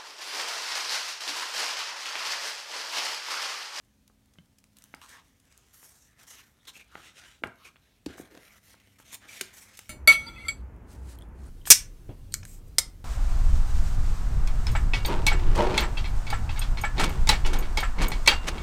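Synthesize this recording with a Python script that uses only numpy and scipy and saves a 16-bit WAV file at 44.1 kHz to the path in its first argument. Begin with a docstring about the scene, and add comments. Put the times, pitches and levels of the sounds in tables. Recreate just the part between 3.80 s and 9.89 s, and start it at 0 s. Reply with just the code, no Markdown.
"""Banknote into a plastic sleeve

Hands turn a plastic sleeve in a ring binder on a table, open it and slide a banknote in, in a small quiet room.
Plastic and paper rub as filtered noise and tiny slips, in slides that speed up and slow to rest.
The stiff sleeve buckles with hollow pops and fingers bump the table: both are dying tones.
Edges flick as short noise bursts, a binder ring ticks, and soft air noise and faint hums lie behind.
"""
import sys
import numpy as np
from scipy import signal
from scipy.fft import rfft, irfft
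from scipy.io import wavfile
from scipy.ndimage import map_coordinates

SR = 44100
rng = np.random.default_rng(int(sys.argv[2]) if len(sys.argv) > 2 else 0)


def store_pcm(level_fs):
    """Save levels as 16-bit WAV."""
    pcm = np.round(np.clip(level_fs, -1, 1) * 32767).astype(np.int16)
    wavfile.write(sys.argv[1], SR, np.atleast_2d(pcm).T)


N = 268701
TIME, FREQS = np.arange(N) / SR, np.fft.rfftfreq(N, 1 / SR)

# One sheet slides over another: start t/s, speeding up t/s, slowing down t/s, sheet friction level/dB,
# hollow body re friction level/dB, surface hiss re friction level/dB, gloss re hiss level/dB,
# taut patch f/Hz, taut patch re friction level/dB, crinkling 0-1
SLIDES = [ (0.95, 0.023, 0.81, -72.5, -2.5, -2.5, -2, 1920, -21, 0.54),
          (1.213, 0.0054, 0.066, -55, -5.5, -3, -7, 1110, 0, 0.73),
          (1.262, 0.055, 0.098, -56.5, -3, -1, -7, 1730, -3.5, 0.12),
          (1.3, 0.084, .055, -63.5, -8, -14, -27, 1060, 0.5, 0),
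          (1.398, .06, 0.18, -80.5, -10, 2, -9, 1980, 0, 0.24),
          (1.6, 0.15, 0.2, -71, 0, 1.5, -9, 2700, -7, 0.16),
          (1.85, 0.043, .12, -73.5, -4, 2, -4, 2000, -6, 0.56),
          (1.928, 0.019, 0.25, -66, -1, 7, 1, 6600, -14, 0),
          (1.99, .14, 0.22, -71, -4, 8, -7, 6400, -1, 0.2), (2.19, 0.15, 0.1, -75.5, 1, -8, -3, 1860, 4, 0),
          (2.359, 0.047, 0.076, -63.5, -0.5, -1.5, -6, 1920, -13, .4),
          (2.468, 0.02, 0.17, -59.5, -2, 5, -5.5, 6060, -10, 0),
          (2.511, 0.071, 0.075, -58, -7.5, -8, -3, 2420, -6.5, 0.2),
          (2.58, 0.046, .13, -70, 0, 1, -3, 2000, -21, .3),
          (2.68, 0.21, .08, -76, 2.5, -3, -4, 3600, -3, 0.8),
          (2.869, .011, 0.034, -48, -6, -3.5, -4, 3650, -1.5, 0.3),
          (2.927, 0.039, 0.024, -55, -5.5, -0.5, -6, 2540, -4, 0),
          (2.975, 0.031, .033, -62, -3.5, -5, -6, 2450, 4.5, 0.3),
          (3.02, .11, .05, -69, -2, -20, -6, 1330, -8, .3),
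          (3.108, 0.028, 0.26, -59.5, -1.5, -4.5, -8, 1350, -3, 0.1),
          (3.2, 0.075, 0.058, -58, -6, -5.5, -10, 3380, -9, 0.3),
          (3.335, 0.054, .23, -56.5, -7, -4.5, -9, 1500, -9, 0.37),
          (3.402, 0.029, 0.041, -50.5, -3.5, -11, -9, 2440, -21, 0.2),
          (3.76, 0.093, 0.073, -60, -13, -8.5, -1, 1200, -2, 0),
          (3.844, 0.01, .05, -52, -2.5, -2.5, -9, 2440, -1, 0.16),
          (3.93, 0.16, .19, -74, -5, -8, -5, 3630, -12, 0),
          (4.258, .05, 0.077, -56, 0, -6, -10.5, 1600, -8, 0.86),
          (4.366, 0.028, 0.038, -55.5, 1.5, 2.5, -3, 600, -0.5, 0),
          (4.39, 0.02, .13, -63, 2.5, -7, -1, 560, -7, 0.45),
          (4.5, 0.021, 0.2, -67.5, 0, -4.5, -2, 497, 3.5, .4),
          (4.59, 0.07, 0.071, -61.5, -2.5, -3, 0.5, 2230, -2.5, 0.5),
          (4.681, 0.059, 0.061, -63.5, -0.5, -0.5, -2.5, 2120, -4, 0.35),
          (4.8, 0.13, 0.017, -63.5, -4.5, 0, -1.5, 2030, -9, 0.26),
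          (4.9, 0.063, 0.33, -71, -4, -3.5, -3, 2160, -3, 0.84),
          (5.183, .008, 0.056, -64, -4.5, 1.5, -3.5, 1200, -2, 0.75),
          (5.225, 0.091, 0.069, -59.5, -6, -0.5, -7, 2300, -3.5, 0),
          (5.314, 0.041, 0.0067, -45.5, -5, 1, -3, 8460, -9, .4),
          (5.401, 0.041, 0.066, -58, 0, -7, -8, 2100, -9, 0.1),
          (5.464, 0.064, 0.21, -52, -8, -2, -6, 2250, -3.5, 0.37),
          (5.62, 0.26, .08, -60.5, 0, -2, -6, 2240, -4.5, 0),
          (5.725, 0.034, 0.16, -62.5, -9.5, 7.5, -3, 6000, -8, 0.2),
          (5.92, 0.038, 0.18, -61, -7.5, 0, -5.5, 2200, -11, 0.6), ]
# Tone colour of the sliding sheets: f/Hz, relative level/dB
RUB_COLOUR = [(120, -16), (300, -5.5), (600, -6), (1000, -6), (1600, -1), (2300, 4.5), (3000, 6.5),
              (3800, 3), (4800, -4), (6500, 1), (9000, -2), (10500, -13.5), (12500, -12), (16000, -24)]
# Faint rub between the slides, its body, sheet, surface and gloss: level re RESTING_DB/dB
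RESTING_MIX_DB = [-2.5, -0.5, 0, -3]
# The sleeve buckles: t/s, peak level/dB, pitch factor (stiffness)
POPS = [(0.299, -50.5, 0.52), (0.556, -55.5, 0.8), (1.1400, -29, 0.91), (2.029, -45.5, 0.81),
        (3.1540, -28, 0.86), (3.1775, -41, 0.72), (3.637, -14, 0.94), (3.643, -30.5, 0.48),
        (3.6588, -39, 0.88), (3.677, -36, 0.43), (3.9583, -46.5, 1.13), (3.966, -47, 1.43),
        (4.381, -35.5, 0.5), (4.399, -48, 0.58), (4.552, -43.5, 0.62), (4.574, -44, 1.1),
        (4.942, -42.5, 0.63), (5.2, -41, 0.6), (5.6105, -31.5, 1.05), (5.991, -38, 0.91)]
# Tones the sleeve rings with, before the pitch factor: f/Hz, relative level/dB, time to fall 60 dB t/s
SLEEVE_MODES = [(242, -52, 0.055), (420, -22, 0.028), (537, -14, 0.037), (686, 7, 0.0064),
                (966, -14, 0.017), (1000, 4, 0.009), (1492, -11.5, 0.027), (1644, 2.5, 0.0094),
                (2110, -7, 0.012), (2330, 2.5, 0.0075), (2840, -8, 0.0079), (3340, -21, 0.008),
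                (3610, -30.5, 0.034)]
# Soft bumps on binder and table: t/s, peak level/dB, f/Hz, time to fall 60 dB t/s
BUMPS = [(0.586, -47, 164, 0.04), (1.142, -49.5, 266, .02), (2.966, -54.5, 248, .016),
         (3.621, -44, 326, 0.041), (3.636, -37, 89.5, .027), (3.639, -35, 238, 0.032),
         (3.658, -38, 380, .036), (4.2637, -25, 292, 0.041), (4.266, -41.5, 60, 0.087),
         (4.302, -38, 317, 0.021), (4.356, -43, 345, 0.022), (4.399, -30.5, 292, 0.0143),
         (4.521, -51.5, 317, .07), (4.547, -44, 350, .02), (4.573, -43, 287, .025),
         (5.611, -37.5, 374, 0.077), (5.614, -41, 245, 0.027)]
# Nails, creases and paper edges flick: t/s, peak level/dB, centre f/Hz, fade t/s
FLICKS = [(0.278, -48.5, 6000, .002), (0.537, -54.5, 4450, 0.0045), (0.785, -49, 6600, 0.0035),
          (0.841, -43.5, 4300, 0.00067), (0.969, -44, 7500, .0024), (0.986, -42, 7900, .0015),
          (1.022, -43, 6550, 0.0016), (1.040, -35.5, 10000, 0.00061), (1.1474, -37.5, 5830, 0.00097),
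          (1.293, -37, 5240, 0.001), (1.6, -49, 7500, 0.0026), (1.725, -46.5, 3520, .0015),
          (1.777, -37.5, 12300, 0.00048), (2.432, -45, 8500, .005), (2.469, -49, 6420, 0.0047),
          (2.853, -48.5, 2930, 0.0079), (3.637, -45, 6900, 0.012), (3.672, -42.5, 5810, 0.0018),
          (4.2619, -30, 2960, 0.0038), (4.551, -44.5, 3000, 0.0016), (4.575, -43.5, 3000, 0.0027),
          (5.3435, -27.5, 8000, 0.0037), (5.6112, -18, 4860, 0.0036), (5.973, -38.5, 7100, 0.0062),
          (5.9913, -26, 7460, 0.0013)]
# A binder ring is nudged: t/s, peak level/dB
RING_TAPS = [(0.5858, -40.5)]
# Tones of the binder ring: f/Hz, relative level/dB, time to fall 60 dB t/s
RING_MODES = [(580, -7.5, 0.037), (1580, -7.5, 0.024), (2140, -7, 0.034), (2730, -5, 0.013),
              (3040, 2, 0.021)]
# Echo of the room: f/Hz, time to fall 60 dB t/s, relative level/dB
ROOM = [(100, 0.17, 3.5), (300, 0.43, -14.5), (905, 0.35, -6.5), (2200, 0.33, -14), (5100, 0.25, -10.5),
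        (13500, 0.15, -12)]
# Tone colour of the room's air noise: f/Hz, relative level/dB
AIR_COLOUR = [(22, -32), (40, 3), (60, 5.5), (110, 1.5), (160, -2), (215, -2.5), (280, -5.5), (350, -12),
              (600, -15), (1200, -22), (3000, -23), (8000, -26), (16000, -31)]
# Faint hums that come and go: start t/s, end t/s, rms level when fully on/dB, f/Hz
HUMS = [(0.0, 1.2, -73, 210), (0.1, 1.77, -77, 269), (1.4, 6.6, -81.5, 63.7), (4.6, 6.09, -74, 202.3),
        (4.8, 6.6, -71.5, 99.3), (4.85, 5.6, -74, 273.4)]

SPEED_LAW = 1.19      # friction amplitude grows with this power of the sliding speed
RESTING_DB = -82.5    # hands never lie quite still
RUB_LIFT_DB = 1.42    # raises all the rubbing, slides and rest alike
# Where the body hands over to the sheet, the sheet to its hiss, the hiss to its glossy top
SHEET_HZ, SURFACE_HZ, GLOSS_HZ = 1760, 5360, 10400
# The taut patch's resonance is this wide, plus this share of its pitch
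PATCH_WIDTH_HZ, PATCH_WIDTH_SHARE = 180, 0.11
FLICK_SWELL = 0.16    # the drag before a flick, as a share of its fade
# Faint ticks at random moments, with peak levels up to the spread above or below STRAY_DB
STRAY_COUNT, STRAY_DB, STRAY_SPREAD_DB, STRAY_HZ, STRAY_FADE_S = 30, -59, 4.5, 5940, 0.0016
AIR_DB = -67          # rms
CUTOFF_HZ = 15850


def rubbing():
    """The same slips and creases drive the hollow body, the sheet and its surface; a taut patch rings along."""
    gains = np.array([from_db(db) * slide_gain(start, rise, fall) for start, rise, fall, db, *_ in SLIDES])
    grain = rms_one(friction(slips_per_s=3000, spread_db=3.0, smooth=0.95, judder_db=2.0))
    grain = grain + creasing(gains) * crinkles(per_s=190, spread_db=14)
    grain = shifting(grain, depth_db=3.2, change_s=0.06, ripple_hz=330)
    grain = coloured(grain, RUB_COLOUR)
    edges = [230, SHEET_HZ, SURFACE_HZ, GLOSS_HZ, 17000]
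    # body, sheet, surface hiss and gloss, from low to high
    layers = [rms_one(band(grain, low, high, order=3)) for low, high in zip(edges, edges[1:])]

    slips = friction(slips_per_s=3000, spread_db=5.0, smooth=0.44, judder_db=3.2)
    resting_power = from_db(RESTING_DB + np.array(RESTING_MIX_DB)) ** 2
    power = np.outer(resting_power, np.ones(N))
    patches = np.zeros(N)
    for gain, (*_, body_db, hiss_db, gloss_db, patch_hz, patch_db, _) in zip(gains, SLIDES):
        mix = from_db([body_db, 0, hiss_db, hiss_db + gloss_db])
        power += np.outer(mix, gain) ** 2    # overlapping slides add their power
        half_width = min(PATCH_WIDTH_HZ + PATCH_WIDTH_SHARE * patch_hz, patch_hz) / 2
        patch = rms_one(band(slips, patch_hz - half_width, patch_hz + half_width))
        patches += from_db(patch_db) * gain * patch
    sheets = np.sum(np.sqrt(power) * layers, axis=0)
    return from_db(RUB_LIFT_DB) * (sheets + patches)


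def slide_gain(start, rise, fall):
    """A sheet speeds up and slows to rest along quarter sines; its friction follows the speed."""
    nearness = np.minimum((TIME - start) / rise, (start + rise + fall - TIME) / fall)
    speed = np.sin(np.pi / 2 * np.clip(nearness, 0, 1))
    return speed ** SPEED_LAW


def friction(slips_per_s, spread_db, smooth, judder_db):
    """Tiny slips of uneven size over a smooth hiss; the sheet sticks and goes in clumps."""
    sizes = from_db(spread_db * np.minimum(rng.exponential(1, N), 4))
    signed = sizes * rng.choice([-1, 1], N)
    slips = rms_one(signed * (rng.random(N) < slips_per_s / SR))
    hiss = smooth * rng.standard_normal(N)
    return (slips + hiss) * from_db(judder_db * drift(rate=30))


def creasing(gains):
    """How much the sheets crinkle at each moment: the loudest slide counts most."""
    weights = gains ** 2 + from_db(RESTING_DB) ** 2 / len(gains)
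    amounts = np.clip([row[-1] for row in SLIDES], 0, 1)
    return amounts @ weights / weights.sum(axis=0)


def crinkles(per_s, spread_db):
    """Sparse creases give way, each with about a millisecond of rattle; rms 1."""
    snaps = from_db(spread_db * rng.random(N)) * (rng.random(N) < per_s / SR)
    keep = np.exp(-1 / (0.0011 * SR))    # share of the rattle left after each sample
    rattle = signal.lfilter([1], [1, -keep], snaps + 1e-18)
    return rms_one(rattle * rng.standard_normal(N))


def shifting(x, depth_db, change_s, ripple_hz):
    """A bending sheet keeps changing its resonances, so peaks and dips come and go in its spectrum."""
    hz, s, cells = signal.stft(x, SR, nperseg=512)
    field = rng.standard_normal((200, 200))    # random heights over pitch and time
    places = np.meshgrid(hz / ripple_hz, s / change_s, indexing="ij")
    ripple = map_coordinates(field, places, order=1, mode="mirror")
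    return signal.istft(cells * from_db(depth_db * ripple), SR)[1][:N]


def sleeve_pops(top_hz, give_s):
    """Each buckle snaps the stiff plastic at another spot, so its modes share the blow a little differently."""
    out, t = np.zeros(N), TIME[:SR // 200]
    for s, db, pitch in POPS:
        modes = [(hz, level + rng.standard_normal(), t60) for hz, level, t60 in SLEEVE_MODES]
        snap = np.gradient(struck(modes, pitch))    # the skin radiates its acceleration
        snap[:len(t)] *= 1 - np.exp(-t / give_s)    # the fold takes an instant to flip through
        add(out, s, db, band(snap, 99, top_hz * pitch))
    return out


def bumps(soft_hz):
    """Each soft bump rings one low tone that dies away, with its treble softened."""
    out = np.zeros(N)
    for s, db, hz, t60 in BUMPS:
        bump = np.gradient(struck([(hz, 0, t60)]))
        add(out, s, db, band(bump, 53, soft_hz))
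    return out


def ring_taps():
    """A nudged metal ring gives a thin tick of several short tones."""
    out = np.zeros(N)
    for s, db in RING_TAPS:
        add(out, s, db, struck(RING_MODES))
    return out


def flicks(width, top_hz):
    """An edge drags briefly, lets go and rattles out in a few milliseconds, losing its highest treble."""
    out, t = np.zeros(N), TIME[:SR // 8] - 1 / 50    # time zero is the letting go
    for s, db, hz, fade in FLICKS + stray_ticks():
        envelope = np.exp(-np.abs(t) / np.where(t < 0, FLICK_SWELL * fade, fade))
        burst = rng.standard_normal(len(t)) * envelope
        burst = band(burst, hz / (1 + width), hz * (1 + width), order=1)
        add(out, s + t[0], db, band(burst, 160, top_hz, order=1))
    return out


def stray_ticks():
    """Small flicks scattered at random moments, as rows like those of FLICKS."""
    rows = []
    for when, size in rng.random((STRAY_COUNT, 2)):
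        db = STRAY_DB + STRAY_SPREAD_DB * (2 * size - 1)
        rows.append((when * N / SR, db, STRAY_HZ, STRAY_FADE_S))
    return rows


def room(x, first_wall_s):
    """Blurred reflections that build up after the first wall, each band dying at its own rate."""
    t = TIME[:SR // 2]
    response = np.zeros(len(t))
    edges = np.geomspace(60, 18000, 11)
    for low, high in zip(edges, edges[1:]):
        hz = np.sqrt(low * high)
        build_up = 1 - np.exp(-(t / first_wall_s) ** 2)
        decay = from_db(-60 * t / at_hz(ROOM, hz)) * build_up
        tail = rng.standard_normal(len(t)) * decay / np.linalg.norm(decay)
        response += from_db(at_hz(ROOM, hz, axis=2)) * band(tail, low, high)
    return signal.fftconvolve(x, response)[:N]


def air():
    """The quiet room's background: steady noise, strongest in the bass."""
    return from_db(AIR_DB) * rms_one(coloured(rng.standard_normal(N), AIR_COLOUR))


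def hum(waver_hz):
    """Low tones from far off, wavering in pitch."""
    out = np.zeros(N)
    for start, end, db, hz in HUMS:
        phase = 2 * np.pi * np.cumsum(hz + waver_hz * drift(rate=4)) / SR
        tone = np.sqrt(2) * np.sin(phase)    # rms 1
        out += from_db(db) * tone * held(TIME, start, end, ramp=0.14)
    return out


def held(t, start, end, ramp):
    """A level that rises, holds and falls again."""
    return np.sin(np.pi / 2 * np.clip(np.minimum(t - start, end - t) / ramp, 0, 1))


def struck(modes, pitch=1):
    """One blow sets off several sines, each dying away at its own rate."""
    t = TIME[:SR // 4]
    out = np.zeros(len(t))
    for hz, db, t60 in modes:
        out += from_db(db - 60 * t / t60) * np.sin(2 * np.pi * hz * pitch * t)
    return out


def add(track, s, peak_db, sound):
    """Lay a sound into the track at a time and peak level."""
    start = max(round(s * SR), 0)
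    part = sound[:N - start]
    track[start:start + len(part)] += from_db(peak_db) * part / np.abs(sound).max()


def drift(rate):
    """A smooth random wander with rms 1; a higher rate in Hz wanders faster."""
    return rms_one(irfft(rfft(rng.standard_normal(N)) / (1 + (FREQS / rate) ** 2), N))


def band(x, low_hz, high_hz, order=2):
    """Keep only the pitches between two limits, without looking ahead in time."""
    edges = [low_hz, min(high_hz, 0.45 * SR)]
    return signal.sosfilt(signal.butter(order, edges, "band", fs=SR, output="sos"), x)


def coloured(x, spectrum):
    """Give a steady texture a tone colour."""
    return irfft(rfft(x) * from_db(at_hz(spectrum, FREQS)), N)


def at_hz(points, hz, axis=1):
    """Read a table column between its rows, on a log-frequency axis."""
    points = np.array(points)
    return np.interp(np.log(np.maximum(hz, 1)), np.log(points[:, 0]), points[:, axis])


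def rms_one(x):
    """Scale to rms 1."""
    return x / np.sqrt(np.mean(x ** 2) + 1e-20)


def from_db(db):
    """Decibels to gain."""
    return 10 ** (np.asarray(db) / 20)


def scene():
    """The handling, its reflections in the room, the air noise and the low hums."""
    hands = rubbing()
    hands = hands + sleeve_pops(top_hz=3400, give_s=0.00041)
    hands = hands + bumps(soft_hz=670) + ring_taps()
    hands = hands + flicks(width=0.94, top_hz=12700)
    background = air() + hum(waver_hz=1.0)
    return (hands + room(hands, first_wall_s=0.0026) + background)[None]


def record(dry):
    """Cut the top steeply above the cutoff."""
    return signal.sosfilt(signal.ellip(10, 0.1, 80, CUTOFF_HZ, fs=SR, output="sos"), dry)


dry = scene()
out = record(dry)
store_pcm(out)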